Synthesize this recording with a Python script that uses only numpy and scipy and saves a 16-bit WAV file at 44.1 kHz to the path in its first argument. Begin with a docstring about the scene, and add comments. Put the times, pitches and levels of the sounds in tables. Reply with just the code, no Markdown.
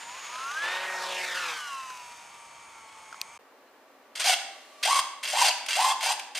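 """On a field road a tiny electric model plane takes off, passes close by and climbs away; then a quiet room.
Outdoors, tones at multiples of the shaft rate whine over propeller turbulence and its echo from the road,
with steady field noise, a few soft handling taps and one hard click.
After a cut, two small geared servos swing the ailerons in short rasping whirrs: tooth-mesh noise
drives the resonances of frame, wing and fuselage, and the room adds its diffuse reflections."""
import sys
import numpy as np
from scipy import signal
from scipy.fft import rfft, irfft, next_fast_len
from scipy.io import wavfile

SR = 44100
rng = np.random.default_rng(int(sys.argv[2]) if len(sys.argv) > 2 else 0)


def dump_mix(stems):
    """Bounce the given channels to the path in sys.argv[1] as a 16-bit WAV at rate SR."""
    frames = np.atleast_2d(stems).T  # one column per channel
    limited = np.clip(frames, -1, 1)  # hard clip at full scale
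    pcm = np.round(limited * 32767).astype(np.int16)
    wavfile.write(sys.argv[1], SR, pcm)


N = 281799
TIME = np.arange(N) / SR


def from_db(db):
    """Logarithmic level: decibels to an amplitude ratio."""
    return np.exp(np.asarray(db) * np.log(10) / 20)


def rms_one(x):
    """Normalisation by mean power: scale to rms 1."""
    return x / np.sqrt(np.mean(x ** 2) + 1e-20)


def in_time(rows):
    """Linear interpolation: each column of a time table, sample by sample."""
    s, *columns = np.transpose(rows)
    return [np.interp(TIME, s, c) for c in columns]


def at_hz(points, hz):
    """Logarithmic interpolation: read a table on a log-frequency axis."""
    f, value = np.transpose(points)
    return np.interp(np.log(hz + 1), np.log(f), value)


def ease(middle_s, spread_s):
    """Sigmoid transition: a smooth step from 0 to 1."""
    return .5 + .5 * np.tanh((TIME - middle_s) / (2 * spread_s))


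def drift(rate):
    """Random modulation: interpolated chance values, `rate` knots a second, rms 1."""
    knots = rng.standard_normal(N // 32)
    return rms_one(np.interp(TIME * rate, np.arange(len(knots)), knots))


def butter(x, hz, kind, order=2):
    """Maximally flat filtering: a Butterworth filter."""
    sections = signal.butter(order, np.clip(hz, 10, .45 * SR), kind, fs=SR, output="sos")
    return signal.sosfilt(sections, x + 1e-18)


def shaped(x, gain_at):
    """Spectral weighting: multiply the spectrum by a gain that depends on frequency."""
    size = next_fast_len(N)
    spectrum = rfft(x, size) * gain_at(np.fft.rfftfreq(size, 1 / SR))
    return irfft(spectrum, size)[..., :N]


def coloured(x, spectrum):
    """Spectral colour: weight by a table that falls away below its lowest point; rms 1."""
    def gain_at(hz):
        return from_db(at_hz(spectrum, hz)) * np.minimum(hz / spectrum[0][0], 1) ** 2
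    return rms_one(shaped(x, gain_at))


def stereo(pair, width):
    """Mid-side stereophony: two unrelated sounds become sum and difference of the channels."""
    side = shaped(pair[1], lambda hz: from_db(at_hz(width, hz)))
    return pair[0] + side * np.array([[1], [-1]])


def noise(spectrum, width):
    """Stationary random noise: coloured Gaussian noise in stereo."""
    return stereo(coloured(rng.standard_normal((2, N)), spectrum), width)


def resonance(x, hz, width_hz):
    """Damped single mode: a two-pole resonance with gain 1 at its peak."""
    r = np.exp(-np.pi * width_hz / SR)
    zeros = np.array([1, 0, -1]) * (1 - r * r) / 2
    poles = [1, -2 * r * np.cos(2 * np.pi * hz / SR), r * r]
    return signal.lfilter(zeros, poles, x)


def shaft_angle(hz, jitter, jitter_rate):
    """Phase as the integral of frequency: the angle of a shaft whose speed wavers."""
    return 2 * np.pi * np.cumsum(hz * (1 + jitter * drift(jitter_rate))) / SR


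def partial(angle, flutter_db, flutter_rate, smear):
    """Amplitude and phase modulation: a tone whose level and phase flutter at random."""
    phase = (angle + smear * drift(70) + rng.uniform(0, 2 * np.pi)).astype(np.float32)
    return np.sqrt(2) * from_db(flutter_db * drift(flutter_rate)) * np.sin(phase)


def bursts(rows, rise_s):
    """Transient envelope: short bursts, each with a quick rise and a longer fall."""
    total = 0
    for s, db in rows:
        age = np.clip((TIME - s) / rise_s + .5, 0, 50)
        total = total + from_db(db) * age * np.exp(1 - age)
    return total


# motor speed: (time [s], shaft speed [turns/s])
SHAFT = [(0.0, 89), (0.08, 94.5), (0.31, 122), (0.48, 138.4), (0.63, 171), (0.72, 183), (0.83, 187.4),
         (1.34, 180.6), (1.39, 182), (1.54, 157), (1.75, 135.3), (1.98, 123.8), (2.18, 118.1), (2.64, 116),
         (2.91, 110.5), (3.14, 109), (3.23, 109), (3.37, 120.8)]
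FULL_THROTTLE_S, THROTTLE_BACK_S, THROTTLE_SPREAD_S = .625, 1.582, 0.011


def propeller_shaft():
    """Rotational kinematics: angle, speed and throttle (0 to 1, fully open) of the shaft."""
    turns, = in_time(SHAFT)
    throttle = ease(FULL_THROTTLE_S, THROTTLE_SPREAD_S) - ease(THROTTLE_BACK_S, THROTTLE_SPREAD_S)
    return shaft_angle(turns, jitter=0.002, jitter_rate=40), turns, throttle


# the plane rolls up, passes and climbs away: (time [s], distance [m])
DISTANCE = [(0, 6.75), (.55, 4.87), (.95, 4.73), (1.15, 3.4), (1.5, 2.86), (1.7, 4.8), (2.0, 6.7),
            (2.5, 15.9), (3.37, 13.8)]
FULL_TURNS_HZ, NEAR_M = 187.5, 3.01
PASSING_S = 1.06   # from here the plane turns its tail to the listener


def flight_db(law, turns, throttle):
    """Spherical spreading and source power: level from distance, shaft speed, throttle and heading."""
    near_db, octave_db, throttle_db, aft_db_per_s = law
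    metres, = in_time(DISTANCE)
    power_db = octave_db * np.log2(turns / FULL_TURNS_HZ) + throttle_db * throttle
    spreading_db = -20 * np.log10(metres / NEAR_M)
    return near_db + power_db + spreading_db - aft_db_per_s * np.maximum(TIME - PASSING_S, 0)


# propeller tones: (frequency [multiples of the shaft rate])
BLADE_ORDERS = [1, 2, 3, 4, 5, 6, 7, 9, 11, 12, 13]
# strength of each propeller tone: (relative level [dB])
BLADE_DB = [-16.5, -4, 4, -1, 6, -13, -37, 3, -13, -3, 0]
# growth of the blade tones: (level at full speed and near [dB], per octave of shaft speed [dB],
# extra at full throttle [dB], loss once past [dB/s])
BLADE_LAW = (-60.5, 12, 12, 17)


def blade_tones(angle, turns, throttle):
    """Rotational noise: the turning propeller radiates tones at multiples of the shaft rate."""
    blades = sum(from_db(db) * partial(k * angle, flutter_db=-1.5, flutter_rate=14, smear=0.17)
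                 for k, db in zip(BLADE_ORDERS, BLADE_DB))
    return from_db(flight_db(BLADE_LAW, turns, throttle)) * blades


# three strong magnet tones: (frequency [multiples of the shaft rate])
MAGNET_ORDERS = [8, 10, 20]
# level of each of them in turn: (time [s], level [dB])
EIGHTH_ORDER = [(.24, -62), (.32, -43.5), (.6, -40), (.7, -45), (1.25, -60), (1.38, -38), (1.55, -47.5),
                (1.75, -39), (1.9, -41), (2.02, -47), (2.25, -56.5), (3.37, -57)]
TENTH_ORDER = [(0, -58), (.1, -43), (.23, -54.5), (.46, -35.5), (.53, -42), (.58, -34.5), (0.648, -32),
               (0.779, -41), (.97, -38.5), (1.09, -52), (1.3, -44), (1.55, -41.5), (1.75, -44.5),
               (2.0, -63), (3.37, -57)]
TWENTIETH_ORDER = [(0, -68), (.3, -56), (.58, -57), (.64, -43), (.75, -44), (.85, -57), (1.15, -53),
                   (1.3, -47), (1.42, -53), (1.55, -48), (1.75, -48), (2.1, -61.5), (3.37, -61)]


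def magnet_tones(angle):
    """Magnetic force harmonics: three strong orders locked to the shaft."""
    total = 0
    for k, rows in zip(MAGNET_ORDERS, (EIGHTH_ORDER, TENTH_ORDER, TWENTIETH_ORDER)):
        level_db, = in_time(rows)
        total = total + from_db(level_db) * partial(k * angle, flutter_db=1.5, flutter_rate=40, smear=0.045)
    return total


# upper motor whine: (frequency [multiples of the shaft rate])
WHINE_ORDERS = [9, 11, 12, 16, 18, 19, 21, 22, 23, 27, 30, 38]
# strength of each whine tone: (relative level [dB])
WHINE_DB = [-6, -2.5, -2.5, -30, -6.5, -2.5, -6.5, -6, -6.5, -13, -8, -7]
# growth of the whine: (level at full speed and near [dB], per octave of shaft speed [dB],
# extra at full throttle [dB], loss once past [dB/s])
WHINE_LAW = (-50, 2.5, -1.5, -1)


def upper_whine(angle, turns, throttle):
    """Forced resonance: the cowl rings with whichever motor order glides through its mode."""
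    whine = sum(from_db(db) * partial(k * angle, flutter_db=3.0, flutter_rate=14, smear=0.26)
                for k, db in zip(WHINE_ORDERS, WHINE_DB))
    cowl = resonance(whine, hz=2230, width_hz=220)
    return from_db(flight_db(WHINE_LAW, turns, throttle)) * from_db(-3) * (whine + cowl)


# sidebands of the speed controller: (offset from its switching tone [multiples of the shaft rate])
SIDEBAND_ORDERS = [-14, -12.5, -11, -10.5, -9, -2, 7.3, 8, 9]
# strength of each sideband before distance and throttle: (on the ground [dB], in the air [dB])
SIDEBANDS = [(-60, -63.5), (-61, -67), (-58, -96), (-76, -68), (-56.5, -73), (-85, -67), (-85, -68.5),
             (-81, -67), (-63, -80)]
SWITCHING_HZ = 8000
CLIMB_MIDDLE_S, CLIMB_SPREAD_S = 1.307, 0.18


def switching_sidebands(angle, throttle, fuzz=0.13, dip_db=-10, falloff=.4, reference_m=8):
    """Carrier modulation: shaft rotation sets sidebands about the switching tone, weaker at full throttle."""
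    airborne = ease(CLIMB_MIDDLE_S, CLIMB_SPREAD_S)
    carrier = 2 * np.pi * SWITCHING_HZ * TIME
    total = 0
    for k, (ground_db, air_db) in zip(SIDEBAND_ORDERS, SIDEBANDS):
        tone = partial(carrier + k * angle, flutter_db=2.0, flutter_rate=12, smear=.8)
        total = total + from_db(ground_db + airborne * (air_db - ground_db)) * tone
    metres, = in_time(DISTANCE)
    spreading = (reference_m / metres) ** falloff
    return total * spreading * from_db(dip_db * throttle) * (1 + fuzz * drift(350))


def motor(angle, turns, throttle):
    """Superposition: blade, magnet, whine and switching tones, all tied to one shaft."""
    tones = blade_tones(angle, turns, throttle) + magnet_tones(angle)
    return tones + upper_whine(angle, turns, throttle) + switching_sidebands(angle, throttle)


# turbulence spectrum: (frequency [Hz], relative density [dB per Hz])
RUSH = [(150, -48.5), (300, -24), (500, -0.5), (900, 2.5), (1600, 1.5), (2600, 2), (4000, -7), (6000, -14),
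        (9000, -20), (11000, -26.5), (15000, -33.5)]
# stereo width of the flight: (frequency [Hz], side minus mid [dB])
FLIGHT_WIDTH = [(60, -38), (150, -21), (380, -66), (950, -74), (2380, -28.5), (5980, -10), (15000, -14)]
# growth of the low, middle and high rush: (level at full speed and near [dB],
# per octave of shaft speed [dB], extra at full throttle [dB], loss once past [dB/s])
LOW_RUSH_LAW = (-48, 7, 6.5, 6)
MID_RUSH_LAW = (-39.5, 3.5, 6.5, 4.5)
HISS_LAW = (-43, 4.5, 0.6, 0.5)
ECHO_LAG_S = 0.001108   # lag of the road's echo once the plane has lifted


def propeller_air(angle, turns, throttle, chop=0.2, road_share=0.72, road_cut_hz=4600,
                  lowest_hz=240, low_hz=1000, high_hz=5500):
    """Comb filtering: two blades chop turbulence; its dull road echo sweeps notches down as the plane lifts."""
    air = noise(RUSH, FLIGHT_WIDTH) * (1 + chop * np.cos(2 * angle)) * from_db(1.3 * drift(120))
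    lag_s = ECHO_LAG_S * ease(CLIMB_MIDDLE_S, CLIMB_SPREAD_S)
    echo = shaped(air, lambda hz: road_share / (1 + (hz / road_cut_hz) ** 4))
    air = air + np.array([np.interp(TIME - lag_s, TIME, channel) for channel in echo])
    low = rms_one(butter(air, [lowest_hz, low_hz], "band", order=4))
    mid = rms_one(butter(air, [low_hz, high_hz], "band", order=3))
    hiss = rms_one(butter(air, high_hz, "high", order=4))
    laws = LOW_RUSH_LAW, MID_RUSH_LAW, HISS_LAW
    return sum(from_db(flight_db(law, turns, throttle)) * band for law, band in zip(laws, (low, mid, hiss)))


# field noise spectrum: (frequency [Hz], relative density [dB per Hz])
FIELD = [(18, -55), (30, -14.5), (150, -13), (374, -10.5), (928, 1), (1690, -8), (2310, -6), (2770, -14.5),
         (3150, -6), (3590, -17.5), (8690, -18), (15000, -57)]
# stereo width outdoors: (frequency [Hz], side minus mid [dB])
FIELD_WIDTH = [(60, -11), (150, -19), (380, -14), (950, -14.5), (2380, -8), (5980, -5.5), (15000, 8)]


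def field_air(level_db=-53):
    """Stationary ambient noise: the open field."""
    return from_db(level_db) * noise(FIELD, FIELD_WIDTH)


# soft handling taps: (time [s], level [dB])
TAPS = [(0.385, -37), (1.902, -37.5), (3.127, -41), (3.144, -44)]
# spectrum of the taps: (frequency [Hz], relative density [dB per Hz])
TAP_COLOUR = [(300, -14), (800, -8), (1350, 9), (2200, -14), (5000, -8), (14000, -36)]
# modes of a small hard shell: (frequency [Hz], relative level [dB], 60 dB decay time [s])
SHELL = [(2514, -10.5, 0.013), (4220, -2, 0.0045), (4900, -7, 0.0086), (5900, -11, 0.013),
         (7600, -10.5, 0.0048), (9300, -11, 0.0027), (12500, -17, 0.0087), (14200, -12, .003)]
CLICK_S, CLICK_DB = 3.2147, -14


def handling_knocks():
    """Impulse response: soft noise taps, and one hard click that rings the modes of a small shell."""
    click = from_db(CLICK_DB) * (np.arange(N) == round(CLICK_S * SR)) + 1e-18
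    out = bursts(TAPS, rise_s=0.0017) * noise(TAP_COLOUR, FIELD_WIDTH)
    for k, (hz, db, t60) in enumerate(SHELL):
        r, w = from_db(-60 / (t60 * SR)), 2 * np.pi * hz / SR
        ring = signal.lfilter([0, np.sin(w)], [1, -2 * r * np.cos(w), r * r], click)
        out += (-1) ** k * from_db(db) * ring
    return out


# room tone spectrum: (frequency [Hz], relative density [dB per Hz])
ROOM_TONE = [(24, -74), (40, -26), (164, -29), (270, -3.5), (306, -9), (527, -3), (710, -5.5), (824, -5),
             (1570, -11), (1870, -11), (2010, -14.5), (8070, -44), (15000, -28.5)]
# stereo width of the room tone: (frequency [Hz], side minus mid [dB])
ROOM_TONE_WIDTH = [(60, -13), (150, -19), (380, -18), (950, -12), (2380, -4), (5980, 4), (15000, -2)]


def room_tone(level_db=-57.5):
    """Stationary background noise: the quiet room."""
    return from_db(level_db) * noise(ROOM_TONE, ROOM_TONE_WIDTH)


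# a servo holds the raised aileron: (time [s], level [dB])
HOLD = [(4.4, -68), (4.55, -57.5), (4.78, -57), (4.83, -53), (5.0, -68)]
# tones of the holding servo: (frequency [Hz], relative level [dB])
HOLD_TONES = [(620, -2), (1150, 0), (2780, -12), (4140, -12)]
# spectrum of the gear noise: (frequency [Hz], relative density [dB per Hz])
GEAR_COLOUR = [(150, -79), (300, -31), (600, 1.5), (1200, -2), (2300, 6), (5000, 0), (7000, -3),
               (9200, -5.5), (10500, -7), (14500, -19.5)]
# stereo width of echoes and of the holding servo: (frequency [Hz], side minus mid [dB])
ECHO_WIDTH = [(60, -9), (180, -22), (550, -22.5), (1650, -11), (4970, -0.5), (15000, 2)]


def holding_buzz(gear_db=-2):
    """Dither about equilibrium: a holding servo buzzes in fluttering tones and gear noise."""
    tones = rms_one(sum(from_db(db) * partial(2 * np.pi * hz * TIME, flutter_db=3.5, flutter_rate=51, smear=1.0)
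                        for hz, db in HOLD_TONES))
    level_db, = in_time(HOLD)
    return from_db(level_db) * (tones + from_db(gear_db) * noise(GEAR_COLOUR, ECHO_WIDTH))


# reverberation: (frequency [Hz], 60 dB decay time [s])
ROOM_T60 = [(300, 0.32), (1100, 0.9), (3000, 0.66), (8000, 0.56), (14000, 0.3)]


def room(x, first_echo_s=0.0034):
    """Diffuse reverberation: convolve with noise that dies exponentially band by band."""
    t, tail = TIME[:SR], 0
    edges = np.geomspace(150, 16000, 8)
    for low, high in zip(edges, edges[1:]):
        band = butter(rng.standard_normal((2, SR)), [low, high], "band")
        tail = tail + band * from_db(-60 * t / at_hz(ROOM_T60, np.sqrt(low * high)))
    tail = rms_one(tail * (t > first_echo_s)) / np.sqrt(SR)
    echoes = signal.fftconvolve(x.mean(axis=0)[None], tail, axes=1)[:, :N]
    return stereo(echoes, ECHO_WIDTH)


def gate(start_s, stop_s, attack_s=0.0056, release_s=0.0069):
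    """Attack and exponential decay: a quick rise, a hold and a dying release."""
    return np.clip((TIME - start_s) / attack_s, 0, 1) * np.exp(-np.maximum(TIME - stop_s, 0) / release_s)


# aileron moves: (start [s], free running from [s], stop [s], pitch reached after spin-up [Hz],
# end pitch [Hz], second servo's share of that speed [ratio],
# relative levels of whirr, creeping rasp, running rasp [dB])
MOVES = [(4.151, 4.18, 4.195, 720.8, 721.8, .9, -54, -36.5, -42),
         (4.194, 4.241, 4.34, 821.5, 709.3, 0.95, -28.5, -28.5, -25.5),
         (4.827, 4.852, 4.998, 1134, 1100, 0.95, -21.5, -24, -29.5),
         (5.228, 5.326, 5.493, 1076, 730.5, 0.88, -22.5, -31, -26.5),
         (5.683, 5.765, 5.922, 1017, 1066, .83, -23, -27.5, -29.5),
         (6.005, 6.028, 6.128, 897.7, 981.6, .86, -29.5, -30.5, -29),
         (6.348, 6.37, 6.382, 746, 750, 0.89, -50, -31.5, -31.5)]
CREEP_HZ, BREAKAWAY_HZ, SPIN_UP_HZ_PER_S = 482.5, 700.3, 6000
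COMMAND_PERIOD_S, CREEP_PULSE_DB = 0.024, 7   # a creeping servo gets one kick of current per command
WHIRR_DB_PER_OCTAVE = 16   # the whirr grows with speed
LOAD_DB_PER_OCTAVE = 4.5   # the rasp grows as load drags the speed down


def servo_moves():
    """Drive against friction and load: creep in kicks, break free, spin up, run; pitches and two gains."""
    pitches, whirr, rasp = np.full((2, N), float(CREEP_HZ)), 0, 0
    for start, free, stop, spun_up_hz, end_hz, share, whirr_db, creep_db, rasp_db in MOVES:
        at_speed = free + max(spun_up_hz - BREAKAWAY_HZ, 1) / SPIN_UP_HZ_PER_S
        hz = np.interp(TIME, [start, free, at_speed, stop], [CREEP_HZ, BREAKAWAY_HZ, spun_up_hz, end_hz])
        pitches = np.where(TIME >= start, [hz, share * hz], pitches)
        octaves = np.log2(hz / spun_up_hz)
        kicks_db = -CREEP_PULSE_DB * ((TIME - start) / COMMAND_PERIOD_S % 1)
        running = np.clip((TIME - free) / (at_speed - free), 0, 1)
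        whirr = whirr + gate(free, stop) * from_db(whirr_db + WHIRR_DB_PER_OCTAVE * octaves)
        creeping_level = (1 - running) * (creep_db + kicks_db)
        running_level = running * (rasp_db - LOAD_DB_PER_OCTAVE * octaves)
        rasp = rasp + gate(start, stop) * from_db(creeping_level + running_level)
    return pitches, whirr, rasp


# servo frame and foam wing: (frequency [Hz], width [Hz], relative level [dB])
WING = [(1562, 34, -4), (2232, 430, 1), (2736, 140, 1), (3164, 160, 4), (4100, 50, -4), (4646, 92, 2.5),
        (4820, 120, -11.5), (5880, 180, -9), (6230, 370, -12), (7570, 59, 1.5), (8430, 117, -2),
        (8940, 200, 1.5)]
# stereo width of the servos: (frequency [Hz], side minus mid [dB])
SERVO_WIDTH = [(60, -13), (150, -17), (380, -39), (950, -56), (2380, -14.5), (5980, -11.5), (15000, -3.5)]
TOOTH_SHARPNESS = 2.0   # how briefly each tooth presses
WOBBLE_TEETH = 4   # tooth cycles for each swell of the rasp


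def gear_rasp(angles, grain_db=-0.5, plain_db=-11, lowest_hz=380, wobble=0.14):
    """Contact noise exciting modes: teeth scrape once a cycle and shake frame and wing, whose modes fluctuate."""
    contact = sum(np.exp(TOOTH_SHARPNESS * np.cos(a)) for a in angles) * from_db(grain_db * drift(500))
    contact = contact * (1 + wobble * np.cos(angles[0] / WOBBLE_TEETH))   # flutters in step with the gears
    scrape = contact * rng.standard_normal((2, N))
    rings = sum((-1) ** k * from_db(db + 2.5 * drift(45)) * resonance(scrape, hz, width)
                for k, (hz, width, db) in enumerate(WING))
    rasp = from_db(-13) * rms_one(rings) + from_db(plain_db) * coloured(scrape, GEAR_COLOUR)
    return stereo(rms_one(butter(rasp, lowest_hz, "high", order=3)), SERVO_WIDTH)


def tooth_mesh(angles):
    """Harmonic excitation: mesh overtones flare up as they glide through the wing's resonances."""
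    overtones = sum(np.sin(k * a) for a in angles for k in range(2, 10))
    return rms_one(sum(from_db(db) * resonance(overtones, hz, width) for hz, width, db in WING))


# jerks of the gear train as it takes up slack: (time [s], relative peak [dB])
JERKS = [(4.157, -21), (4.204, -17), (5.235, -18), (5.5115, -27), (5.5814, -26), (5.663, -18),
         (5.6879, -17), (5.9114, -31), (6.1958, -19)]


def gear_jerks(lowest_hz=1800):
    """Impact noise: the gear train takes up its slack in short bursts."""
    return bursts(JERKS, rise_s=0.0026) * butter(noise(GEAR_COLOUR, SERVO_WIDTH), lowest_hz, "high")


# hollow fuselage: (frequency [Hz], width [Hz], relative level [dB])
FUSELAGE = [(610, 73, -8), (782, 60, 2.5), (960, 27, -8.5), (1042, 69, -6.5), (1105, 19, -2)]


def servo_whirr(angles, rattle_db=-6, throb_db=4.5):
    """Cavity resonance: the two motors' uneven tones set the hollow fuselage rattling."""
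    tones = rms_one(sum(from_db(db + throb_db * drift(130)) * np.sin(a) for a, db in zip(angles, (0, -3))))
    rattle = tones * drift(450)
    hollow = rms_one(sum(from_db(db) * resonance(rattle, hz, width) for hz, width, db in FUSELAGE))
    return rms_one(tones + from_db(rattle_db) * hollow)


def servos(body_db=-3.0, mesh_db=-3, treble_db=-5, jerk_db=-14.0, split_hz=5500):
    """Superposition of gear sources: whirr, rasp, mesh tones and jerks of two servos."""
    pitches, whirr_gain, rasp_gain = servo_moves()
    angles = [shaft_angle(hz, jitter, jitter_rate=250) for hz, jitter in zip(pitches, (.009, .03))]
    rasp = gear_rasp(angles) * from_db(2.2 * drift(130))
    body = rms_one(butter(rasp, split_hz, "low", order=4))
    treble = rms_one(butter(rasp, split_hz, "high", order=4))
    gears = from_db(body_db) * body + from_db(mesh_db) * tooth_mesh(angles) + from_db(treble_db) * treble
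    whirr = whirr_gain * from_db(-2.0) * servo_whirr(angles)
    return whirr + rasp_gain * gears + from_db(jerk_db) * gear_jerks()


# squeaks of a binding gear: (time [s], level [dB], frequency [Hz])
SQUEAKS = [(4.271, -25, 2750), (4.29, -28, 3114), (4.338, -23.5, 3250), (5.476, -22.5, 2755),
           (5.483, -19.5, 4636), (5.509, -22.5, 2720), (5.511, -37, 4703), (5.911, -25, 3497)]


def squeaks(rise_s=0.0035):
    """Friction-driven resonance: a gear binds for a moment and drives one mode of the frame."""
    return sum(bursts([(s, db)], rise_s) * np.sin(2 * np.pi * hz * TIME + 1.1 * drift(400))
               for s, db, hz in SQUEAKS)


CUT_S, ROOM_START_S = 3.376, 3.39


def scene():
    """Succession of two sound fields: the flight over the field, then the servos indoors."""
    angle, turns, throttle = propeller_shaft()
    plane = motor(angle, turns, throttle) + propeller_air(angle, turns, throttle)
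    outdoors = plane + field_air() + handling_knocks()
    ailerons = holding_buzz() + butter(servos(), 207, "high", order=3) + squeaks()
    indoors = ailerons + from_db(-10.0) * room(ailerons) + room_tone()
    return outdoors * (TIME < CUT_S) + indoors * (TIME > ROOM_START_S)


def record(dry):
    """Band limitation: the microphone passes no deep bass, and the top is cut steeply."""
    thin = butter(dry, 54, "high")
    steep_cut = signal.ellip(10, .1, 80, 15300, fs=SR, output="sos")   # ripple dB, stopband dB, Hz
    return signal.sosfilt(steep_cut, thin)


dry = scene()
out = record(dry)
dump_mix(out)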